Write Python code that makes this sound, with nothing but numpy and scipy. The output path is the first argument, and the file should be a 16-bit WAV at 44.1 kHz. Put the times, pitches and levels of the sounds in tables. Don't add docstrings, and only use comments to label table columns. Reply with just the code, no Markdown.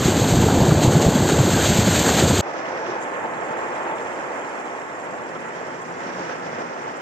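import sys
import numpy as np
from scipy import signal
from scipy.fft import rfft, irfft, next_fast_len
from scipy.io import wavfile
from scipy.ndimage import uniform_filter1d, map_coordinates

SR = 44100
rng = np.random.default_rng(int(sys.argv[2]) if len(sys.argv) > 2 else 0)


def wav_record(signal):
    frames = np.transpose(np.atleast_2d(signal))
    bounded = np.clip(frames, -1, 1)
    quanta = np.round(bounded * 32767).astype(np.int16)
    wavfile.write(sys.argv[1], SR, quanta)


N = 309141
TIME = np.arange(N) / SR

# (frequency [Hz], relative density [dB])
BODY_SPECTRUM = [(13, -66), (22, -28), (65, -24), (95, -15), (125, -8), (170, -6.5), (204, -7), (246, -1),
                 (272, -6.5), (330, -5.5), (430, -2), (730, -120)]


def from_db(db):
    return 10 ** (np.asarray(db) / 20)


def rms_one(x):
    return x / np.sqrt(np.mean(x ** 2) + 1e-20)


def curve(rows):
    times, values = np.transpose(rows)
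    return np.interp(TIME, times, values)


def swell(centre_s, half_s):
    out = np.zeros(N)
    near = slice(*np.searchsorted(TIME, [centre_s - 4 * half_s, centre_s + 4 * half_s]))
    out[near] = np.exp(-((TIME[near] - centre_s) / half_s) ** 2)
    return out


def swells(rows):
    return sum(np.outer(heights, swell(centre_s, half_s)) for centre_s, half_s, *heights in rows)


def drift(corner_hz):
    step, settle = 40, 2000
    pole = np.exp(-2 * np.pi * corner_hz * step / SR)
    noise = rng.standard_normal(N // step + settle + 2)
    slow = signal.lfilter([1], [1, -2 * pole, pole * pole], noise)[settle:]
    return np.interp(np.arange(N) / step, np.arange(len(slow)), rms_one(slow))


def colour(excitation, spectrum):
    hz, db = np.transpose(spectrum)
    size = next_fast_len(N)
    bins = np.maximum(np.fft.rfftfreq(size, 1 / SR), 1)
    gain = from_db(np.interp(np.log(bins), np.log(hz), db)) * np.minimum(bins / hz[0], 1) ** 2
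    return rms_one(irfft(rfft(excitation, size) * gain, size)[..., :N])


def band_limit(x, edges_hz, kind):
    return signal.sosfilt(signal.butter(2, edges_hz, kind, fs=SR, output="sos"), x)


def ring(impulses, hz, t60):
    decay, angle = from_db(-60 / (t60 * SR)), 2 * np.pi * hz / SR
    return signal.lfilter([0, np.sin(angle)], [1, -2 * decay * np.cos(angle), decay ** 2], impulses + 1e-18)


def drops(per_s, spread_db):
    spread, chance = rng.exponential(1, N), rng.random(N) * 2 - 1
    hit = np.flatnonzero(np.abs(chance) < per_s / SR)
    out = np.zeros(N)
    out[hit] = np.sign(chance[hit]) * from_db(spread_db * np.minimum(spread[hit], 5))
    return out


def pings(per_s, spread_db, low_hz, high_hz, cycles, count=18):
    onsets, choice = drops(per_s, spread_db), rng.integers(0, count, N)
    pitches = np.geomspace(low_hz, high_hz, count)
    return rms_one(sum(hz * ring(onsets * (choice == k), hz, cycles / hz) for k, hz in enumerate(pitches)))


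def wind():
    # (frequency [Hz], relative density [dB])
    eddy_spectrum = [(13, -46), (22, -20), (43, -57), (75, 7), (102, 8), (145, 4.5), (280, -7.5),
                     (360, -38), (620, -120)]
    # (time [s], level [dB])
    airflow = [(0, -22.5), (.28, -26), (.42, -22), (.62, -24), (1.0, -30), (1.35, -27.5), (1.8, -20.5),
               (2.15, -28.5), (2.33, -22.5)]
    # (time [s], half length [s], gain [dB])
    lulls = [(.02, .03, -2), (.272, .025, 5), (.565, .014, -2), (.82, .018, -9), (1.29, .03, 0),
             (1.84, 0.013, -8)]
    # (time [s], envelope peak [dB], frequency [Hz], half length [cycles])
    buffets = [(0.059, -5.5, 139, 0.51), (0.222, -10, 118, 0.7), (0.327, -10, 132, 0.6),
               (0.344, -8, 135, 0.54), (0.375, -6, 130, 0.59), (0.388, -6, 190, 0.65),
               (0.425, -7.5, 200, 0.68), (0.441, -8, 128, 0.97), (0.469, -7, 160, 0.32),
               (0.592, -15, 179, 0.9), (0.607, -5.5, 199, 0.62), (0.623, -6, 125, 0.53),
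               (0.69, -10, 150, 0.97), (0.71, -10, 140, 0.76), (0.723, -4, 150, 0.79),
               (0.764, -11, 110, 0.72), (0.776, -8, 140, 0.75), (0.849, -7, 170, 0.71),
               (0.881, -4, 133, 0.52), (0.956, -8, 139, 0.73), (0.97, -8, 150, 0.94),
               (0.981, -14, 175, 0.69), (1.066, -4, 115, 0.48), (1.087, -5.5, 179, 1.1),
               (1.16, -7.5, 218, 1.4), (1.227, -7, 155, 0.44), (1.335, -7.5, 164, 0.66),
               (1.391, -7.5, 129, 0.55), (1.405, -7.5, 120, 1.3), (1.539, -7, 165, 0.48),
               (1.719, -14, 165, 0.74), (1.791, -2, 175, 0.47), (1.88, -9, 170, 1.4), (1.89, -12, 168, 1.1),
               (2.012, -12, 190, 0.61), (2.226, -10, 212, 0.71), (2.24, -8.5, 144, 0.77),
               (2.308, -9, 187, 0.65), (2.318, -12, 139, 0.64), (2.393, -9, 172, 0.44)]
    eddies = colour(rng.standard_normal(N), eddy_spectrum) * from_db(0.9 * drift(27))
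    out = from_db(curve(airflow) + swells(lulls)[0]) * rms_one(eddies)
    for time_s, peak_db, hz, half_cycles in buffets:
        cycles = (TIME - time_s) * hz
        near = np.abs(cycles) < 4
        gust = np.exp(-(cycles[near] / half_cycles) ** 2)
        swing = -from_db(peak_db) * np.sin(2 * np.pi * cycles[near])
        out[near] += gust * (swing - out[near])
    return band_limit(out, edges_hz=38, kind="high")


def bow_wave(churn_db, foam_db):
    # (frequency [Hz], relative density [dB])
    churn_spectrum = [(140, 3), (230, -0.5), (370, -2.5), (560, -6), (832, -9), (1150, -17.5), (1500, -42),
                      (2530, -120)]
    # (frequency [Hz], relative density [dB])
    foam_spectrum = [(620, 4.5), (1050, -6.5), (1230, -5.5), (1600, -3), (2300, -19.5), (2990, -29),
                     (5060, -120)]
    pockets = pings(per_s=900, spread_db=1.0, low_hz=229.6, high_hz=1250, cycles=8.5)
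    fizz = pings(per_s=2200, spread_db=2.0, low_hz=918, high_hz=2600, cycles=19.5)
    churn = colour(pockets + from_db(-1.0) * rng.standard_normal(N), churn_spectrum)
    foam = colour(fizz + from_db(-2.5) * rng.standard_normal(N), foam_spectrum)
    return from_db(churn_db) * churn + from_db(foam_db) * foam


def spray(level_db, splash_db, sizzle_share=0.69):
    # (frequency [Hz], relative density [dB])
    hiss_colour = [(1240, -7), (2100, -1.5), (2670, -2), (3130, -0.5), (4400, -1), (4700, -1.5),
                   (4850, -8.5), (5420, -8.5), (6030, -6.5), (6180, 1), (7000, 1.5), (7480, 0.5),
                   (7620, 6.5), (7740, -4.5), (8450, -2.5), (8650, -27), (8920, -23), (9500, -28),
                   (12400, -60), (20900, -120)]
    # (frequency [Hz], relative density [dB])
    sizzle_colour = [(5290, -45), (9000, -24), (9820, -13.5), (11000, -19), (11300, -17.5), (11600, 4),
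                     (13400, 3.5), (14200, 3), (14400, -15), (14600, -24), (15600, -21)]
    droplets = rms_one(drops(per_s=16000, spread_db=2.0))
    bubbles = pings(per_s=450, spread_db=-5.5, low_hz=2116, high_hz=5140, cycles=52)
    splash = colour(droplets + from_db(-16.5) * bubbles, hiss_colour)
    sizzle = colour(droplets, sizzle_colour) * from_db(0.33 * drift(15))
    sizzle_db = -16.5 - (1 - sizzle_share) * splash_db
    surge = from_db(level_db + .6 * drift(45))
    return surge * (splash + from_db(sizzle_db) * sizzle)


def big_gulps(attack_s=0.0021, rise_per_s=2.3):
    # (time [s], level [dB], starting frequency [Hz], t60 [s])
    gulps = [(.081, -8, 356, 0.074), (.159, -9, 283, 0.054), (0.403, -7, 326, .04), (.459, -8, 414, .05),
             (.523, -10, 255, 0.08), (.648, -8, 342, .04), (0.702, -8, 385, .04), (.835, -11, 306, .06),
             (.946, -20, 318, 0.037), (1.044, -6, 458, 0.044), (1.318, -5, 330, 0.043),
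             (1.476, -4.5, 342, 0.045), (1.626, -13, 282, 0.05), (1.787, -9, 289, 0.036),
             (1.874, -8, 522, 0.034), (2.222, -11.5, 350, 0.059)]
    out = np.zeros(N)
    for time_s, db, hz, t60 in gulps:
        near = (TIME > time_s) & (TIME < time_s + t60)
        age = TIME[near] - time_s
        envelope = from_db(db - 60 * age / t60) * (1 - np.exp(-age / attack_s))
        out[near] += envelope * np.sin(2 * np.pi * hz * age * (1 + rise_per_s * age / 2))
    return out


def thumps(hz=41.2, half_s=0.0048):
    # (time [s], envelope peak [dB])
    eddies = [(.435, -29), (.586, -20), (.722, -26), (.877, -20), (1.064, -25), (1.086, -17)]
    return sum(from_db(db) * swell(time_s, half_s) * np.sin(2 * np.pi * (hz * TIME + rng.random()))
               for time_s, db in eddies)


def street():
    # (time [s], level [dB])
    wave_size = [(0, -1), (.3, .5), (.7, -2), (1.15, -1.7), (1.65, 2.9), (2.15, 4), (2.27, 0.5), (2.4, 2.5)]
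    # (time [s], level [dB])
    churning = [(0, -24.5), (.08, -20), (.3, -20), (.55, -18), (1.05, -18), (1.35, -18.5), (1.8, -21),
                (2.1, -19.5), (2.25, -19), (2.41, -21)]
    # (time [s], half length [s], spray gain [dB], foam gain [dB])
    splashes = [(.065, 0.04, 4.5, 0), (.21, 0.017, 3, -6), (.32, 0.045, 1, -3), (.5, .025, -0.5, 3.5),
                (.71, 0.018, 2, 5), (.84, 0.026, 7, 2), (.878, 0.015, 1, -2), (.935, 0.024, 3, 4.5),
                (1.022, .012, 5, 3), (1.055, 0.013, 3.5, 3), (1.15, 0.027, 2, 2.5), (1.30, 0.026, 4.2, 5),
                (1.385, 0.016, 0.5, 1), (1.46, .015, 1.5, -3), (1.525, 0.018, 2, 2.5),
                (1.605, 0.017, -0.5, 3), (1.645, 0.031, 3.5, 5), (1.69, .02, 2, -4), (1.785, 0.033, 2, -3),
                (1.955, 0.028, 3.5, 2.5), (2.085, 0.025, 2.5, 7), (2.2, 0.04, 3.5, 4.5),
                (2.29, 0.021, 4, 4), (2.36, .02, 2.5, 0)]
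    wave_db = curve(wave_size)
    spray_swell_db, foam_swell_db = swells(splashes)
    churn_db = curve(churning) + 0.03 * drift(22)
    foam_db = -30.5 + 0.53 * wave_db + foam_swell_db
    spray_db = -28 + wave_db + spray_swell_db + .6 * drift(26)
    return wind() + thumps() + big_gulps() + bow_wave(churn_db, foam_db) + spray(spray_db, spray_swell_db)


def rain_on(spectrum, per_s, spread_db, width_ms, echo_db, right_db, strips=5):
    hits, strip = drops(per_s, spread_db), rng.integers(0, strips, N)
    delay_ms = width_ms * (strip + rng.random(N) - strips / 2) / strips
    left_arrival = np.clip(np.arange(N) + np.round(delay_ms * SR / 1000).astype(int), 0, N - 1)
    direct = rms_one(np.array([np.bincount(left_arrival, hits, N), hits]))
    echo = from_db(echo_db) * rng.standard_normal((2, N))
    balance = from_db(right_db * np.array([[-.5], [.5]]))
    return colour(direct + echo, spectrum) * balance


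def body_boom():
    # (time [s], level [dB])
    boom_level = [(2.44, -43), (3.7, -42), (4.3, -43), (4.75, -46.5), (5.2, -42), (5.9, -44), (6.2, -41),
                  (7, -45)]
    boom = rain_on(BODY_SPECTRUM, per_s=2500, spread_db=-1.5, width_ms=0.17, echo_db=-3, right_db=-6)
    return from_db(curve(boom_level)) * boom


def roof_rain():
    # (frequency [Hz], relative density [dB])
    spectrum = [(160, -41), (280, -6), (360, -4), (412, -5), (471, 1), (564, -0.5), (675, 0), (729, -1),
                (862, -0.5), (1300, -5.5), (1690, -26), (2860, -120)]
    return rain_on(spectrum, per_s=5000, spread_db=2.5, width_ms=0.41, echo_db=-6.5, right_db=1.9)


def windscreen_rain():
    # (frequency [Hz], relative density [dB])
    spectrum = [(680, -14), (1150, -11), (1320, -1.5), (1700, -0.5), (2030, -3.5), (2250, -8.5),
                (2470, -8.5), (4200, -35), (5460, -53), (9240, -120)]
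    return rain_on(spectrum, per_s=3200, spread_db=1.0, width_ms=0.91, echo_db=-0.5, right_db=4.0)


def sheeting_water():
    # (frequency [Hz], relative density [dB])
    spectrum = [(2060, -4.5), (3500, -1), (4130, -5), (5690, 2.5), (6900, -6.5), (8970, -38), (15200, -120)]
    return rain_on(spectrum, per_s=3100, spread_db=-0.5, width_ms=0.68, echo_db=7.0, right_db=4.5)


def glass_patter():
    # (frequency [Hz], relative
    # density [dB])
    tone_colour = [(3760, -34), (6400, -3.5), (7260, 1.5), (9130, -15.5), (11200, -16), (11800, -20),
                   (12000, -50), (15600, -56), (22000, -120)]
    return rain_on(tone_colour, per_s=3900, spread_db=3.5, width_ms=0.53, echo_db=5.0, right_db=3.5)


def treble_shimmer():
    # (frequency [Hz], relative density [dB])
    tone_colour = [(2900, 8), (3600, -4), (4400, -5.5), (5600, -3), (7200, -3), (8200, -7)]
    left, right = (pings(per_s=110, spread_db=1.0, low_hz=3000, high_hz=8000, cycles=170, count=30)
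                   for _ in range(2))
    return colour(np.array([left + .5 * right, right + .5 * left]), tone_colour)


def glass_taps(rain_db):
    # (frequency [Hz], gain [dB])
    modes = [(2450, 2), (2850, 10), (3250, 5), (5600, -16)]
    # (time [s], impact level [dB])
    fat_drops = [(2.5657, -41), (2.6555, -40), (2.864, -38), (3.0591, -39), (3.5889, -46), (3.8238, -41),
                 (3.984, -40), (4.0708, -44), (4.42, -40), (4.681, -40), (5.9545, -50), (6.2518, -41),
                 (6.4648, -43), (6.5855, -42)]
    hits = drops(per_s=60, spread_db=-6.0) * from_db(-46 + rain_db)
    for time_s, db in fat_drops:
        hits[int(time_s * SR)] += from_db(db)
    ticks = np.zeros(N)
    for hz, db in modes:
        coupling = rng.uniform(.3, 1, N) * rng.choice([-1, 1], N)
        ticks += from_db(db) * ring(hits * coupling, hz, t60=0.012)
    return band_limit(ticks, edges_hz=[1500, 4500], kind="band")


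def roof_drumming(rain_db, wander_db=3.0):
    # (frequency [Hz], level at full downpour [dB])
    modes = [(355, -46), (520, -47.5), (680, -47.5), (885, -40.5), (1075, -43.5), (1750, -58), (2100, -48)]
    # (time [s], half length [s], level [dB], ringing frequency [Hz])
    gushes = [(2.904, 0.043, -30.5, 362), (3.252, .02, -27.5, 843), (3.513, 0.027, -33, 520),
              (3.89, 0.063, -31, 900), (4.014, 0.017, -35, 520), (5.15, 0.022, -33, 725),
              (6.07, 0.043, -33, 290), (6.618, 0.041, -37, 372)]
    hits = drops(per_s=2000, spread_db=1.0)
    out = np.zeros(N)
    for hz, db in modes:
        out += from_db(db + rain_db + wander_db * drift(8.2)) * rms_one(ring(hits, hz, t60=0.1))
    for time_s, half_s, db, hz in gushes:
        gush = swell(time_s, half_s)
        ringing = gush * ring(hits, hz, t60=0.016)
        out += from_db(db) * ringing * np.sqrt(np.sum(gush ** 2) / np.sum(ringing ** 2))
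    return band_limit(out, edges_hz=[260, 3000], kind="band")


def panel_hum(waver_share=0.0245):
    # (frequency [Hz], relative level [dB], t60 [s])
    modes = [(176.4, 2, 0.3), (167, -7, 0.22), (241, 2.5, 0.15)]
    shaking = colour(rng.standard_normal(N), BODY_SPECTRUM)
    hum = sum(from_db(db) * rms_one(ring(shaking, hz, t60)) for hz, db, t60 in modes)
    warped_time = TIME + waver_share * np.cumsum(drift(2.95)) / SR
    hum = np.interp(warped_time, TIME, hum)
    running_power = uniform_filter1d(hum ** 2, size=SR // 5)
    return hum / np.sqrt(running_power + .01)


def cabin():
    # (time [s], level [dB])
    downpour = [(2.44, 0), (3.35, -1.5), (3.7, 1.4), (4.05, -0.5), (4.45, -0.9), (4.8, -3.5), (5.1, -3.5),
                (5.3, -4), (5.95, -3.5), (6.6, -3), (7.0, -4)]
    # (time [s], half length [s], side glass gain [dB], windscreen gain [dB], roof gain [dB], hum gain [dB])
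    washes = [(2.5, .1, 5.5, -1.5, -0.5, 0), (2.7, 0.14, 7, 0, 0, 1), (2.91, .1, 7.5, 0.5, 0.5, 1),
              (3.3, 0.24, -3.5, 1.5, 1.5, -1), (3.9, 0.07, -4, 1, 0, -5), (5.42, 0.15, 1, 1.5, -0.5, 8),
              (5.85, .2, -1, -1, -1, 7), (6.06, 0.06, 3.5, 3, 2, 10), (6.2, 0.039, 3, 1.5, 2.5, 12),
              (6.3, 0.043, 4, 4.5, 2.5, 3), (6.5, 1, 8.5, 0.9, 0.4, 10.5), (6.53, 0.15, -0.5, 0.5, 0, 8.5)]
    # (time [s], level [dB])
    patter = [(2.44, -7), (2.95, -5.5), (3.08, -1), (3.3, -1.5), (3.5, 0.5), (4.1, 1), (4.5, 0.5),
              (4.9, -1.5), (5.7, -3), (6.3, -3.5), (7, -5.5)]
    # (time [s], half length [s], gain [dB])
    spatters = [(3.028, .028, 9), (4.05, .012, 2), (4.125, .012, 2), (5.82, 0.01, 7), (6.005, .012, 1),
                (6.6, .01, 4), (6.97, .015, 5)]
    # (time [s], lag of the right ear [ms])
    bearing = [(2.4, 0.23), (4.9, 0.23), (5.6, 0.27), (7, 0.39)]
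    rain_db = curve(downpour) + .55 * drift(17)
    side_wash_db, screen_wash_db, roof_wash_db, hum_wash_db = swells(washes)
    sheet_db = -55 + rain_db + side_wash_db + 1.5 * drift(20)
    patter_db = curve(patter) + swells(spatters)[0]
    glass_db = -53.5 + patter_db + 1.4 * drift(28)
    left, right = (body_boom()
                   + from_db(-29.5 + rain_db + roof_wash_db) * roof_rain()
                   + from_db(-35 + rain_db + screen_wash_db) * windscreen_rain()
                   + from_db(sheet_db) * sheeting_water()
                   + from_db(glass_db) * glass_patter()
                   + from_db(-56 + patter_db) * treble_shimmer()
                   + glass_taps(rain_db)
                   + roof_drumming(rain_db)
                   + from_db(-59.5 + hum_wash_db) * panel_hum())
    lag_samples = curve(bearing) * SR / 1000
    return np.array([left, map_coordinates(right, [np.arange(N) - lag_samples], order=3)])


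def scene(cut_s=2.410, street_fade_s=.001, cabin_rise_s=2.415, cabin_fade_s=.02):
    outside = np.exp(-np.maximum(TIME - cut_s, 0) / street_fade_s)
    inside = np.clip((TIME - cabin_rise_s) / cabin_fade_s, .3, 1) * (TIME > cut_s)
    return outside * street() + inside * cabin()


def record(dry, ceiling=.95, cutoff_hz=15550):
    rounded = dry / (1 + (dry / ceiling) ** 6) ** (1 / 6)
    return signal.sosfilt(signal.ellip(10, .1, 80, cutoff_hz, fs=SR, output="sos"), rounded)


dry = scene()
out = record(dry)
wav_record(out)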